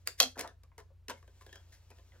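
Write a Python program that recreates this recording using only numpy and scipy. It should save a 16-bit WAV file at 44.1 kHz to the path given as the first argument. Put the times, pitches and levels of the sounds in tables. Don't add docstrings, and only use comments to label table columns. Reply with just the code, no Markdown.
import sys
import numpy as np
from scipy import signal
from scipy.fft import rfft, irfft, next_fast_len
from scipy.io import wavfile
from scipy.ndimage import map_coordinates

SR = 44100
rng = np.random.default_rng(int(sys.argv[2]) if len(sys.argv) > 2 else 0)


def to_linear_factor(level_db):
    exponent = np.asarray(level_db, float) / 20
    return 10 ** exponent


def materialize(psi):
    bounded = np.clip(np.atleast_2d(psi).T, -1, 1)
    quanta = np.round(bounded * 32767).astype(np.int16)
    wavfile.write(sys.argv[1], SR, quanta)


N = 97020
CONTACT_LEN = 4096
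CONTACT_GRIT = 0.45

HUM_HZ = 58.6, 87.1
# level in dB, frequency drift in Hz, level swell in dB, phase in rad.
HUMS = [(-66, 0.05, 1.5, 1.6), (-62, 0.11, 1, 4.6)]
# frequency in Hz, level in dB.
HISS = [(100, -30), (170, -18), (320, -21), (1300, -29), (4400, -37), (7600, -43), (8600, -62),
        (16500, -72)]
# frequency in Hz, level in dB.
RUMBLE = [(15, -13), (35, -3), (70, 1.5), (115, -3.5), (150, -10), (220, -47)]
# frequency in Hz, 60 dB decay time in seconds.
ROOM_DECAY = [(200, .2), (1400, .17), (4000, .19), (12000, .19)]
# frequency in Hz, level in dB.
ROOM_TONE = [(200, 3.5), (6500, 1), (9000, -3), (16000, -8)]
# frequency in Hz, phase between the ports in rad.
PORT_LEAD = [(0, 0), (3200, 1.4), (5200, 1.9), (7900, 2.25), (9100, 3.1), (10200, 4.2), (16000, 5.3)]
# frequency in Hz, left over right in dB.
PORT_SHADOW = [(1000, -.3), (3000, -.5), (5500, 1.2), (7800, -1), (9100, -7), (11000, -3), (13000, 0)]
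# time in seconds, level in dB.
HANDS = [(0, -76.5), (0.049, -82), (.15, -110), (1.08, -110), (1.2, -81), (1.35, -73), (1.45, -70),
         (1.6, -71), (1.9, -73), (2.2, -74)]
# frequency in Hz, level in dB.
SLEEVE = [(120, -25), (350, -5), (1500, -13), (4500, -12.5), (7600, -13), (9000, -20), (13000, -21),
          (16000, -25)]
# frequency in Hz, level in dB per Hz.
EDGE = [(1180, -24), (2000, -2.5), (2630, -9.5), (5240, -6), (11800, -11.5), (15800, -23.5), (16500, -43)]
# frequency in Hz, width in Hz, level in dB.
SHELL_MODES = [(233, 58, -9), (417, 100, -4.5), (536, 41, -3), (680, 51, -4), (1020, 43, -7.5),
               (1400, 250, -5), (1750, 120, -5.5), (2330, 300, -24.5)]
# frequency in Hz, width in Hz, level in dB.
LID_MODES = [(250, 40, -18), (505, 61, -4), (682, 130, -3), (795, 40, -5), (1104, 150, -8)]
# frequency in Hz, width in Hz, level in dB.
TAB_MODES = [(1100, 40, -9.5), (1400, 150, -4), (1670, 120, -11), (2740, 120, -5.5), (3620, 120, -7),
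             (4780, 230, 2.5), (7400, 900, -4), (11200, 1200, -8), (15100, 820, -12)]
# frequency in Hz, width in Hz, level in dB.
CLASP_MODES = [(1350, 160, -11.5), (2200, 200, -12), (2590, 74, -6), (3255, 93, 6.5), (4215, 330, 2),
               (5250, 270, -2.5), (5950, 460, -2), (8000, 2000, -10), (11540, 1000, -8.5),
               (15400, 690, -20)]
# frequency ratio, level in dB.
OVERTONES = [(1, 1), (1.599, -3), (2.098, -5)]
# start in seconds, rise in seconds, 60 dB fall in seconds, edge dB, shell dB.
RUBS = [(0.049, 0.029, 0.17, -51.5, -58), (0.17, 0.042, 0.03425, -37, -53.5),
        (0.349, 0.013, 0.069, -67, -53), (1.718, 0.0067, 0.2079, -59, -68),
        (0.374, 0.021, 0.12, -43, -44.5), (0.419, 0.025, 0.08, -84, -46.5), (0.463, 0.016, 0.16, -76, -57),
        (0.78, 0.0086, 0.089, -60, -54.5), (1.082, 0.0115, 0.099, -52, -45),
        (1.141, 0.039, 0.19, -70, -74.5), (1.401, 0.02, 0.054, -60.5, -63.5),
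        (1.529, 0.026, 0.24, -87, -62), (2.11, 0.034, 0.25, -93, -65.5)]
# start in seconds, end in seconds, frequency in Hz, width in Hz, level in dB.
BUZZES = [
    (1.487, 1.61, 3300, 130, -73),
    (1.11, 1.205, 2170, 130, -74),
    (1.2, 1.65, 7600, 300, -88),
    (.9, .925, 553, 40, -68),
]
# start in seconds, crack peak in dB, thud in dB, ring in Hz, ring level in dB.
KNOCKS = [(0.3679, -62.5, -47, 920, -50.5), (0.3765, -41, -46.5, 1190, -49), (.3835, -38, -53, 1460, -53.5),
          (0.3905, -32.5, -45, 1030, -48.5), (.3928, -24.5, -48, 1980, -50.5),
          (.399, -36, -47.5, 1100, -52), (0.4052, -32, -47, 756, -53.5), (.4095, -23.5, -53, 1400, -51),
          (.419, -47.5, -51.5, 1250, -56), (0.4748, -40, -82, 1760, -55), (0.7795, -39.5, -59, 974, -54.5),
          (.7805, -46, -70, 433, -57), (.79, -55, -74, 1700, -62), (.801, -45, -64, 996.1, -60.5),
          (1.0825, -28.5, -51, 1752, -44.5), (1.089, -50, -81, 238, -53.5), (1.0968, -30, -73, 964, -40.5),
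          (1.1027, -24.5, -61.5, 1670, -48), (1.1035, -50, -79, 543, -47.5),
          (1.1065, -41.5, -65, 1500, -44.5), (1.1113, -39.5, -50, 910, -46.5),
          (1.109, -58.5, -61, 234, -61), (1.124, -50, -72, 535, -56)]
# start in seconds, crack
# peak in dB, thud in dB, ring in Hz, ring level in dB.
LIGHT_CONTACTS = [(0.6334, -48.5, -68, 1131, -74), (0.716, -82, -81, 1000, -66), (1.2261, -56, -67, 1116, -60),
                  (1.277, -54, -62, 1620, -62.5), (1.4094, -52, -85, 1035, -55.5), (1.4637, -45.5, -57, 1630, -57.5),
                  (1.49, -61, -63, 1570, -62), (1.5271, -43, -60.5, 1750, -51.5), (1.556, -41, -61.5, 1604, -57.5),
                  (1.9027, -48, -62, 910, -63.5), (1.9107, -51.5, -60, 2530, -62.5), (1.916, -69, -75, 920, -60),
                  (1.984, -58, -62.5, 1750, -61.5), (2.1188, -80, -70, 1990, -62.5),
                  (0.636, -72.5, -81, 1130, -67), (0.902, -80.5, -87, 545, -67), (0.782, -74, -71.5, 1028, -75),
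         (0.4417, -72, -67, 885, -49.5), (.4465, -75, -82, 680, -41.5), (0.4541, -71, -74, 940, -55.5),
         (0.801, -61, -87, 423, -60.5), (1.492, -59, -86, 3261, -61), (1.525, -58, -69, 3770, -67),
         (1.529, -80, -91, 3250, -57), (1.543, -85, -96, 3310, -67), (1.588, -80, -88, 3280, -76),
         (.232, -60, -69, 250, -49.5), (1.558, -67, -92, 3200, -55.5), (1.572, -80, -91.5, 3300, -70),
         (2.152, -71, -68, 1400, -68)]
# start in seconds, peak in dB, shell thud in dB.
TICKS = [
    (.0727, -27.5, -62),
    (.0736, -14.5, -58),
    (.0745, -22.5, -58),
    (.0762, -26, -60.5),
    (.0825, -34.5, -63.5),
    (.087, -41, -64),
]
# start in seconds, peak in dB, lid thud in dB, chatter length in ms.
SNAPS = [
    (0.1998, -24, -41, 0.6),
    (0.2011, -5, -28, .5),
    (0.2021, -3, -33, .7),
    (.2031, -9, -33, .8),
    (.2056, -16, -38.5, 0.75),
    (.2095, -17, -22.5, 2.5),
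    (.2220, -15, -33, 1.2),
    (0.2290, -14, -27.5, 1.2),
    (.2372, -22, -33, 2),
    (0.2452, -32, -45, 1),
]


def unit(x):
    return x / np.sqrt(np.mean(x ** 2) + 1e-20)


def peak(x, db):
    return to_linear_factor(db) * x / np.abs(x).max()


def along(points, hz):
    f, v = np.transpose(points)
    return np.interp(np.log(hz + 1), np.log(f + 1), v)


def filtered(x, response):
    m = next_fast_len(x.shape[-1] + 8192)
    spectrum = rfft(x, m) * response(np.fft.rfftfreq(m, 1 / SR))
    return irfft(spectrum, m)[..., :x.shape[-1]]


def wobble(rate):
    knots = rng.standard_normal(int(N / SR * 40) + 4)
    return map_coordinates(knots, [np.arange(N) * rate / SR], mode="mirror")


def body(modes, scatter_db):
    luck = rng.normal(0, 1, len(modes)) * scatter_db

    def response(f):
        total = 0
        for k, (center, width, db) in enumerate(modes):
            damping = 1j * f * width
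            total = total + (-1) ** k * to_linear_factor(db + luck[k]) * damping / (center * center - f * f + damping)
        return total
    return response


def edge(f):
    return to_linear_factor(along([(0.86, -120)] + list(EDGE), f))


def chatter(ms, share):
    u = np.arange(CONTACT_LEN) / SR / (max(ms, 0.1) / 1000)
    grit = u * np.exp(-2 * u) * rng.standard_normal(CONTACT_LEN) * rng.exponential(1, CONTACT_LEN)
    grit = grit / np.linalg.norm(grit)
    click = np.arange(CONTACT_LEN) == np.argmax(u > 0.4)
    return click + share * grit, grit


def add(out, s, x):
    out[:, round(s * SR):][:, :x.shape[1]] += x


def port_noise(points):
    return unit(filtered(rng.standard_normal((2, N)), lambda f: to_linear_factor(along(points, f))))


def background():
    t = np.arange(N) / SR
    hum = 0
    for hz, (db, drift, swell, phase) in zip(HUM_HZ, HUMS):
        level = to_linear_factor(db + swell * wobble(9)) * np.sqrt(2)
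        cycles = hz * t + np.cumsum(drift * wobble(6.5)) / SR
        hum = hum + level * np.sin(2 * np.pi * cycles + phase)
    u = np.arccos(0.8) / 2
    mix = np.array([[np.cos(u), np.sin(u)], [np.cos(u), -np.sin(u)]])
    hiss = to_linear_factor(-80 + 0.74 * wobble(11)) * port_noise(HISS)
    rumble = to_linear_factor(-66.5) * port_noise(RUMBLE)
    return hum * to_linear_factor([[0.4], [-0.4]]) + mix @ (hiss + rumble)


def room(x):
    gap_s, tail_db = 0.0035, -11
    hz, t, z = signal.stft(rng.standard_normal((2, SR // 3)), SR, nperseg=256)
    decay = along(ROOM_TONE, hz)[:, None] - 60 * t / along(ROOM_DECAY, hz)[:, None]
    tail = signal.istft(z * to_linear_factor(decay), SR, nperseg=256)[1]
    tail = tail * np.clip(np.arange(tail.shape[1]) / SR / gap_s, 0, 1) ** 2
    tail = tail + 0.53 * tail.mean(axis=0)
    tail = to_linear_factor(tail_db) * tail / np.linalg.norm(tail[0])
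    tail[:, 0] = 1
    return signal.fftconvolve(x[None], tail, axes=1)


def hands():
    s, db = np.transpose(HANDS)
    patches = to_linear_factor(1.5 * wobble(35) + 2.5 * rng.standard_normal(N))
    rustle = unit(filtered(rng.standard_normal(N) * patches, lambda f: to_linear_factor(along(SLEEVE, f))))
    return to_linear_factor(np.interp(np.arange(N) / SR, s, db)) * rustle


def rubbing():
    grains_per_s, spread_db = 6600, 1
    slips = rng.standard_normal(N) * (rng.random(N) < grains_per_s / SR)
    slips = slips * to_linear_factor(spread_db * rng.exponential(1, N))
    bright = unit(filtered(slips, edge))
    dull = unit(filtered(slips, body(SHELL_MODES, 0)))
    t, out = np.arange(N) / SR, np.zeros(N)
    for s, rise, t60, edge_db, shell_db in RUBS:
        fall = to_linear_factor(-60 * np.clip(t - s - rise, 0, None) / t60)
        stroke = np.clip((t - s) / rise, 0, 1) ** 2 * fall
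        out += stroke * (to_linear_factor(edge_db) * bright + to_linear_factor(shell_db) * dull)
    return out


def buzz():
    t, out = np.arange(N) / SR, np.zeros(N)
    for start, end, hz, width, db in BUZZES:
        slips = rng.standard_normal(N) * to_linear_factor(2.2 * wobble(39.2))
        ring = body([(hz, width, 0)], 0)
        fade = 0.3 * (end - start)
        gate = np.clip(np.minimum((t - start) / 0.004, (end - t) / fade), 0, 1)
        out += to_linear_factor(db) * gate * unit(filtered(slips, lambda f: ring(f) ** 2))
    return out


def contacts(rows, ms):
    ring_q, widest_hz = 6, 220
    for s, db, thud_db, hz, ring_db in rows:
        blow, grit = chatter(ms, CONTACT_GRIT)
        blow = blow + 0.9 * chatter(14, 0)[1]
        panel = [(hz * r, r * r * min(hz / ring_q, widest_hz), level) for r, level in OVERTONES]
        ring = body(panel, 1.226)
        crack = peak(filtered(grit, edge), db)
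        thud = peak(filtered(blow, body(SHELL_MODES[:5], 2)), thud_db + 5)
        tone = peak(filtered(blow, lambda f: ring(f) ** 2), ring_db + 6)
        yield s, crack + thud + tone


def tab():
    for s, db, thud_db in TICKS:
        blow, grit = chatter(0.6, CONTACT_GRIT)
        ring = peak(filtered(blow, body(TAB_MODES, 2)), db)
        crack = peak(filtered(grit, edge), db - 3.5)
        thud = peak(filtered(blow, body(SHELL_MODES[1:5], 1)), thud_db + 11)
        yield s, ring + crack + thud


def clasp():
    detune, scatter_db = 0.008, 0.8
    for s, db, thud_db, ms in SNAPS:
        blow, grit = chatter(ms, 0.6)
        flexed = [(hz * (1 + detune * rng.normal()), width, level) for hz, width, level in CLASP_MODES]
        ring = peak(filtered(blow, body(flexed, scatter_db)), db)
        crack = peak(filtered(grit, edge), db - 8)
        thud = peak(filtered(blow, body(LID_MODES, scatter_db)), thud_db + 0.5)
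        yield s, ring + crack + thud


def ports(f):
    low_cut_hz = 69
    turn = 0.5j * np.interp(f, *np.transpose(PORT_LEAD)) + np.log(to_linear_factor(along(PORT_SHADOW, f) / 2))
    return np.exp(turn * np.array([[1], [-1]])) * (1j * f / (low_cut_hz + 1j * f)) ** 2


def pan(db):
    return to_linear_factor([[db / 2], [-db / 2]])


def scene():
    near = np.zeros((2, N + SR))
    friction = rubbing() + hands() + buzz()
    touches = [*contacts(KNOCKS, 2.4), *contacts(LIGHT_CONTACTS, 3), *tab()]
    for s, hit in [(0, friction), *touches]:
        add(near, s, room(hit) * pan(2))
    for s, hit in clasp():
        add(near, s, room(hit) * pan(0.3))
    return filtered(near[:, :N], ports) + background()


def top_cut(x):
    return signal.sosfilt(signal.butter(12, 16820, fs=SR, output="sos"), x)


def record(dry):
    soft = dry / (1 + np.abs(dry / 1.1) ** 4) ** (1 / 4)
    finished = filtered(soft, lambda f: f < 16100)
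    return top_cut(finished)


dry = scene()
out = record(dry)
materialize(out)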